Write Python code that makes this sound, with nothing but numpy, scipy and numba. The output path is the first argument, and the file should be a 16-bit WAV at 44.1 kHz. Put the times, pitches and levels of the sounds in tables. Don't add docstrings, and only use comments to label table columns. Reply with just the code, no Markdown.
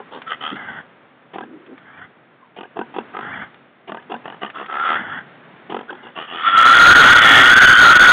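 import sys
import numpy as np
from scipy import signal
from scipy.fft import rfft, irfft, next_fast_len
from scipy.io import wavfile
from scipy.ndimage import uniform_filter1d
from numba import njit

SR = 44100
rng = np.random.default_rng(int(sys.argv[2]) if len(sys.argv) > 2 else 0)


def bounce(signal):
    frames = np.transpose(np.atleast_2d(signal))
    limited = np.clip(frames, -1, 1)
    pcm = np.round(limited * 32767).astype(np.int16)
    wavfile.write(sys.argv[1], SR, pcm)


N = 358091
T = np.arange(N) / SR

# peak time in seconds, rise and fall in seconds, flap rate in Hz, level in dB,
# mouth opening 0-1, throat tightening factor, gain of resonances above 2.2 kHz in dB.
GRUNTS = [(0.003, 0.0065, .015, 50.7, -34.5, 0, 1.04, -9), (0.148, 0.029, 0.031, 77.5, -32, 0.1, 1.13, 4.5),
          (0.319, .019, 0.022, 77.5, -22, 1, 1.024, -2), (0.451, 0.035, 0.074, 77.1, -26, 0.96, 1, 3.5),
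          (1.385, 0.04, 0.042, 39.06, -28, 0.16, 0.98, -3.5), (2.61, 0.037, .038, 44.97, -32, 0.16, 0.9, 3),
          (2.792, 0.026, 0.027, 46.16, -23.5, 0, 0.97, -3.5),
          (2.986, .036, 0.018, 45.8, -24.5, 0.08, 0.96, 1), (3.169, 0.026, 0.068, 49, -25.5, 0.78, 1, -14),
          (3.921, .036, 0.061, 38.7, -29, 0.26, .92, -2.5),
          (4.12, 0.017, 0.034, 46.3, -22.5, .05, 0.983, 1.5),
          (4.257, 0.01, .075, 44.97, -31, 0.49, 0.89, 0.5),
          (4.433, 0.016, 0.04, 67.6, -25.5, 0.74, 0.94, 0.5),
          (4.599, 0.045, 0.041, 68.6, -29.5, 0.8, 0.89, -3.5),
          (4.755, 0.058, 0.087, 70.4, -23, 0.95, 1.035, -12.5),
          (4.917, 0.059, 0.058, 77.7, -16, 0.98, 1.05, -8), (5.746, .04, 0.057, 45.97, -25.5, 0.23, .98, 0),
          (5.905, 0.017, 0.046, 42.8, -35.5, .33, 1.05, 2.5),
          (6.052, 0.025, 0.046, 60.3, -39.5, 0, 1.03, 9), (6.188, 0.027, 0.047, 80.5, -27.5, 0.7, .92, 7.5),
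          (6.348, 0.058, 0.074, 84.6, -32, 0.67, .98, 9.5)]
# centre in Hz, width in Hz, gain in dB.
SHUT_MODES = [(230.4, 27.5, 3.5), (431, 352, 2.5), (750, 263, 1.5), (965, 54, 2), (1215, 190, -23),
              (1570, 170, -14), (2510, 130, -19), (2776, 160, -9), (3340, 230, -15.5)]
OPEN_MODES = [(543, 100, -10.5), (792, 510, -7), (1266, 168, 6.5), (1483, 275, -1), (1930, 340, -2.5),
              (2527, 110, -6.5), (3082, 306, -2)]
STRAIN_MODES = [(274, 49, -10), (814, 360, -10.5), (1818, 256, 2.5), (2065, 143, -9.5), (2960, 257, -4),
                (3335, 237, 0.5)]
# frequency in Hz, gain in dB.
AIR_SPECTRUM = [(24, -79.5), (40, -46), (135, -5), (214, -5.5), (245, -2.5), (275, -4.5), (308, -6),
                (693, -8), (961, -11), (1140, -9.5), (1650, -9.5), (3300, -22), (4000, -18.5), (5200, -45),
                (8800, -120)]
# peak time in seconds, half length in seconds, level in dB.
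STIRS = [(0.356, 0.63, -44.5), (1.66, 0.66, -51.5), (3.19, 0.43, -43.5), (4.25, 0.34, -47),
         (5.338, 1, -45.5)]
# start in seconds, relative level in dB, centre in Hz.
TWIGS = [(0.218, -22.5, 1550), (0.5583, -22, 1470), (1.6626, -34, 1440), (1.7785, -31, 1400),
         (3.544, -33, 1430), (4.0248, -36, 1230), (4.4998, -22, 1320), (4.6594, -22, 1290)]
# peak time in seconds, rise and fall in seconds, level in dB, roughness 0-1, strain in dB.
SQUEAKS = [(.278, 0.01013, 0.02974, -28.5, 0.4, -8), (.432, 0.01604, 0.1098, -33, .65, -16),
           (4.56, 0.015, 0.0898, -30.5, 0.6, -10.5), (4.739, 0.044, .07, -27, 0.59, -21),
           (4.85, .06, .085, -18, .55, -14.5), (6.23, .06, .06, -39, 0.89, -0.5)]
# time in seconds, level in dB, roughness 0-1, upper-throat strain in dB.
SCREAM = [(6.27, -47, 1, 10), (6.42, -25, 0.67, -5.5), (6.47, -9.5, 0.55, -8.5), (6.515, -16, 0.48, -5.5),
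          (6.595, -5.5, 0.46, -10), (6.77, -4.5, 0.57, -7.5), (6.84, 1, 0.52, -11), (7.13, 0, .74, -8.5),
          (7.23, -6, 0.79, -2), (7.36, -5, 0.63, 2), (7.52, -4, .78, -6.5), (7.63, 2, .72, -14),
          (7.75, -5, 0.76, -13.5), (7.87, .5, .56, -11), (8.12, -.5, 0.59, -12.5)]
# time in seconds, base pitch in Hz.
WHISTLE_PITCH = [(6.4, 1300), (6.682, 1346), (6.744, 1420), (7.428, 1401), (7.61, 1522), (8.12, 1447)]
# level in dB, flap rate in Hz.
FLAP_RATES = [(-18, 79), (-10, 107), (-4, 120), (1, 128)]
# time in seconds, dip in dB.
CATCHES = [(6.783, -3.5), (6.943, -16), (7.145, -10), (7.205, -7), (7.549, -10), (7.6, -11), (7.664, -12.5),
           (7.941, -8.5), (7.984, -14.5)]
# peak time in seconds, half length in seconds, centre in Hz, glide in octaves/s, level in dB.
WHINES = [(0.534, 0.023, 244, 4, -31.5), (1.499, 0.11, 300, 1.5, -39), (1.717, 0.041, 305, -6, -38),
          (2.445, 0.04, 1000, -5, -51.5), (3.361, 0.068, 200, 1, -44), (5.003, .02, 232, -3, -34),
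          (5.9, .014, 1534, 5.5, -31), (5.925, 0.029, 351, 1.5, -35.5), (7.34, .079, 1790, 0, -13.5),
          (7.722, 0.14, 3055, .5, -18.5)]
# start in seconds, length in seconds, relative level halfway in dB, swell in dB/s.
GASPS = [(0.546, 0.25, -34.5, 2), (1.772, 0.27, -46, 54), (3.212, 0.22, -32.5, 10), (4.941, .25, -29, -10),
         (5.94, 0.15, -45.5, 10)]
# frequency in Hz, gain in dB.
GASP_SPECTRUM = [(30, -28), (70, -14), (130, -6.5), (240, -2), (370, -13.5), (580, -13.5), (820, -1.5),
                 (1030, -7.5), (1550, 3), (2000, -5), (2450, -23), (3000, -13.5), (3400, -11.5),
                 (4000, -53)]


def undb(db):
    return 10 ** (np.asarray(db) / 20)


def unit(x):
    return x / np.sqrt(np.mean(x ** 2))


def noise():
    return rng.standard_normal(N)


def curves(rows):
    times_s, *columns = np.transpose(rows)
    return [np.interp(T, times_s, column) for column in columns]


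def walk(rate_hz):
    step = int(SR / rate_hz)
    return unit(uniform_filter1d(np.repeat(rng.standard_normal(N // step + 1), step), step)[:N])


def swell(t, rise_s, fall_s):
    return np.exp(-(t / np.where(t < 0, rise_s, fall_s)) ** 2)


def colour(x, spectrum):
    hz, db = np.transpose(spectrum)
    size = next_fast_len(N)
    bins_hz = np.arange(size // 2 + 1) * SR / size
    gain = undb(np.interp(np.log(bins_hz + 1), np.log(hz), db))
    return unit(irfft(rfft(x, size) * gain, size)[:N])


@njit
def svf(x, g, damping):
    y, mid, low = np.empty(len(x)), 0., 0.
    for i in range(len(x)):
        v = (mid + g[i] * (x[i] + 1e-18 - low)) / (1 + g[i] * (g[i] + damping[i]))
        mid, low, y[i] = 2 * v - mid, low + 2 * g[i] * v, damping[i] * v
    return y


def band(x, hz, width_hz):
    ones = np.ones(len(x))
    return svf(x, np.tan(np.pi * hz / SR) * ones, width_hz / hz * ones)


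def steep(x, hz, width_hz):
    return band(band(x, hz, width_hz), hz, width_hz)


def throat(x, modes, tighten, edge_db, notch_hz=2270, notch_width_hz=490):
    power = sum(undb(2 * db) * np.pi * width_hz / 2 / SR for _, width_hz, db in modes)
    rings = sum(undb(db + edge_db * (hz > 2200)) * steep(x, hz * tighten, width_hz)
                for hz, width_hz, db in modes)
    return (rings - band(rings, notch_hz, notch_width_hz)) / np.sqrt(power)


def creak(t, half_s, hz, octaves_per_s, width_hz=120):
    ring = steep(rng.standard_normal(len(t)), hz * 2 ** (octaves_per_s * t), width_hz)
    return unit(ring) * swell(t, half_s, half_s)


def fold_flaps(t, rate_hz, jitter=.02, scatter_db=1, puff_s=.0035):
    index = np.arange(-14, 15)
    timing, strength = rng.standard_normal((len(index), 2)).T
    starts_s = (index + jitter * timing * np.sqrt(abs(index))) / rate_hz - .001
    inside = (starts_s > t[0]) & (starts_s < t[-1])
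    slaps = np.zeros(len(t))
    slaps[np.searchsorted(t, starts_s[inside])] = undb(scatter_db * strength[inside])
    puffs = signal.lfilter([1], [1, -np.exp(-1 / (puff_s * SR))], slaps)
    return slaps * np.sqrt(SR / rate_hz), puffs / np.sqrt(puff_s * rate_hz / 2)


def grunts(slap_db=-1, puff_db=-6, leak_db=-15, attack_s=.0042, rest_s=.6, octaves_per_s=1.1):
    out, previous_s = np.zeros(N), GRUNTS[0][0]
    soft_walls = 1 + .02 * walk(45)
    air = noise()
    for peak_s, rise_s, fall_s, rate_hz, db, mouth, tighten, edge_db in GRUNTS:
        near = np.flatnonzero(abs(T - peak_s) < .17)
        t = T[near] - peak_s
        slaps, puffs = fold_flaps(t, rate_hz)
        rush_t = t + 1.174 * rise_s
        push = swell(t, rise_s, fall_s) * swell(rush_t, attack_s, np.inf)
        rested = min((peak_s - previous_s) / rest_s, 1) ** 2
        previous_s = peak_s
        rush = undb(-10.5 + 5 * rested) * swell(rush_t, attack_s, fall_s=.024) * air[near]
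        breath = air[near] * (undb(puff_db) * puffs + undb(leak_db))
        flow = push * (undb(slap_db) * slaps + breath) + rush
        tuning = tighten * soft_walls[near] * 2 ** (octaves_per_s * t)
        voice = np.sqrt(1 - mouth) * throat(flow, SHUT_MODES, tuning, edge_db)
        voice += np.sqrt(mouth) * throat(flow, OPEN_MODES, tuning, edge_db)
        crack = undb(-6) * steep(slaps * push ** 4, 1050, 1300)
        rasp = undb(-3.5) * rested * steep(rush, 1900, 1800) * np.sqrt(SR / 1500 / np.pi)
        closing = undb(-12.5) * creak(t - fall_s, half_s=.013, hz=1523 + 380 * mouth, octaves_per_s=7.8)
        out[near] += undb(db) * (voice + crack + rasp + closing)
    return out


def brush(still_db=-53.5, crackle_db=-11, grain_db=6):
    air = colour(noise(), AIR_SPECTRUM) * undb(.27 * walk(20))
    litter = colour(noise() * undb(grain_db * walk(200)), AIR_SPECTRUM)
    stir_power = sum((undb(db) * swell(T - peak_s, half_s, half_s)) ** 2 for peak_s, half_s, db in STIRS)
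    return (air + undb(crackle_db) * litter) * np.sqrt(undb(still_db) ** 2 + stir_power)


def twigs(decay_s=.0068, width_hz=1300, gain_db=-7):
    out, t = np.zeros(N), T[:SR // 10]
    for start_s, db, hz in TWIGS:
        snap = unit(band(rng.standard_normal(len(t)), hz, width_hz)) * np.exp(-t / decay_s)
        start = int(start_s * SR)
        out[start:start + len(t)] += undb(db + gain_db) * snap
    return out


def effort(climb_hz_per_push=379.6):
    scream_db, rough, strain_db = curves(SCREAM)
    pitch_hz, = curves(WHISTLE_PITCH)
    power = undb(scream_db) ** 2 * (T > SCREAM[0][0]) + 1e-12
    for peak_s, rise_s, fall_s, db, squeak_rough, squeak_strain_db in SQUEAKS:
        push = undb(db) * swell(T - peak_s, rise_s, fall_s)
        power += push ** 2
        share = push ** 2 / power
        rough += share * (squeak_rough - rough)
        strain_db += share * (squeak_strain_db - strain_db)
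        pitch_hz += climb_hz_per_push * push
    return 10 * np.log10(power), pitch_hz, np.clip(rough, 0, 1), strain_db


def squeals(flap_decay_cycles=.58, hiss_db=-21, swing_limit=2.4, catch_half_s=.0079):
    db, hz, rough, strain_db = effort()
    hz = hz * (1 + .016 * walk(14) * np.minimum(undb(db), 1))
    flap_hz = np.interp(db, *np.transpose(FLAP_RATES))
    cycles = np.cumsum(flap_hz * np.exp(.06 * walk(14) + .035 * walk(130))) / SR
    force = undb(2.3 * walk(90))
    flaps = unit(uniform_filter1d(np.exp(-(cycles % 1) / flap_decay_cycles), size=40) * force)
    flow = unit(1 - rough + rough * flaps)
    clicks = unit(np.diff(np.floor(cycles), prepend=0) * force)
    source = clicks + 1.1 * np.sqrt(flow) * noise()
    whistle_hz = hz * (1 + .016 * walk(45) + .03 * rough * walk(350))
    whistle = flow * np.sqrt(2) * np.sin(2 * np.pi * np.cumsum(whistle_hz) / SR)
    rasp = unit(steep(source, hz, width_hz=330))
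    soft_walls = 1 + .011 * walk(12)
    strain = unit(sum(undb(gain_db) * steep(source, mode_hz * soft_walls, width_hz)
                      for mode_hz, width_hz, gain_db in STRAIN_MODES))
    hiss = unit(band(flow * noise(), 2200, 2200))
    clean = 1.4 * (1 - rough)
    core = (clean * whistle + rough * rasp) / np.hypot(clean, rough)
    voice = core + undb(strain_db) * strain + undb(hiss_db) * hiss
    envelope = abs(signal.hilbert(voice, next_fast_len(N))[:N])
    voice /= (1 + (envelope / swing_limit) ** 4) ** .25
    catch_db = sum(dip_db * swell(T - at_s, catch_half_s, catch_half_s) for at_s, dip_db in CATCHES)
    return voice * undb(db + catch_db)


def whines(width_hz=135):
    out = np.zeros(N)
    for peak_s, half_s, hz, octaves_per_s, db in WHINES:
        near = np.flatnonzero(abs(T - peak_s) < .2)
        out[near] += undb(db) * creak(T[near] - peak_s, half_s, hz, octaves_per_s, width_hz)
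    return out


def gasps(flutter_db=2, ring_db=-8, gain_db=1, attack_s=.017, release_s=.019, settle_s=.12):
    rush = noise() * undb(flutter_db * walk(130))
    pull, onset = np.zeros(N), np.zeros(N)
    for start_s, length_s, db, db_per_s in GASPS:
        near = np.flatnonzero((T > start_s) & (T < start_s + 2 * length_s))
        t = T[near] - start_s
        held_s = np.minimum(t, length_s)
        gate = np.minimum(t / attack_s, 1) * np.exp((held_s - t) / release_s)
        pull[near] += undb(db + db_per_s * (held_s - length_s / 2)) * gate
        onset[near] = np.exp(-t / settle_s)
    tuning = 1 + .071 * walk(25) - .065 * onset
    ring = unit(steep(rush, 1590 * tuning, 140) + undb(-2) * steep(rush, 1990 * tuning, 190))
    return unit(colour(rush, GASP_SPECTRUM) + undb(ring_db) * ring) * pull * undb(gain_db)


def thicket(x, echo_db=-20, decay_s=.066):
    t = T[:SR // 5]
    response = rng.standard_normal(len(t)) * np.exp(-t / decay_s) * (t > .003)
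    return x + undb(echo_db) * signal.fftconvolve(x, response / np.linalg.norm(response))[:N]


def scene():
    return (thicket(grunts() + squeals() + gasps() + whines() + twigs()) + brush())[None]


def record(dry, low_hz=65, edge_hz=3650, full_scale=.72, top_hz=15800):
    x = signal.sosfilt(signal.butter(2, low_hz, "high", fs=SR, output="sos"), dry)
    x = signal.sosfilt(signal.butter(12, edge_hz, fs=SR, output="sos"), x)
    x = np.clip(signal.resample_poly(x, 80, 441, axis=1), -full_scale, full_scale)
    x = np.clip(signal.resample_poly(x, 441, 80, axis=1)[:, :N], -full_scale, full_scale)
    return signal.sosfilt(signal.ellip(8, .2, 70, top_hz, fs=SR, output="sos"), x)


dry = scene()
out = record(dry)
bounce(out)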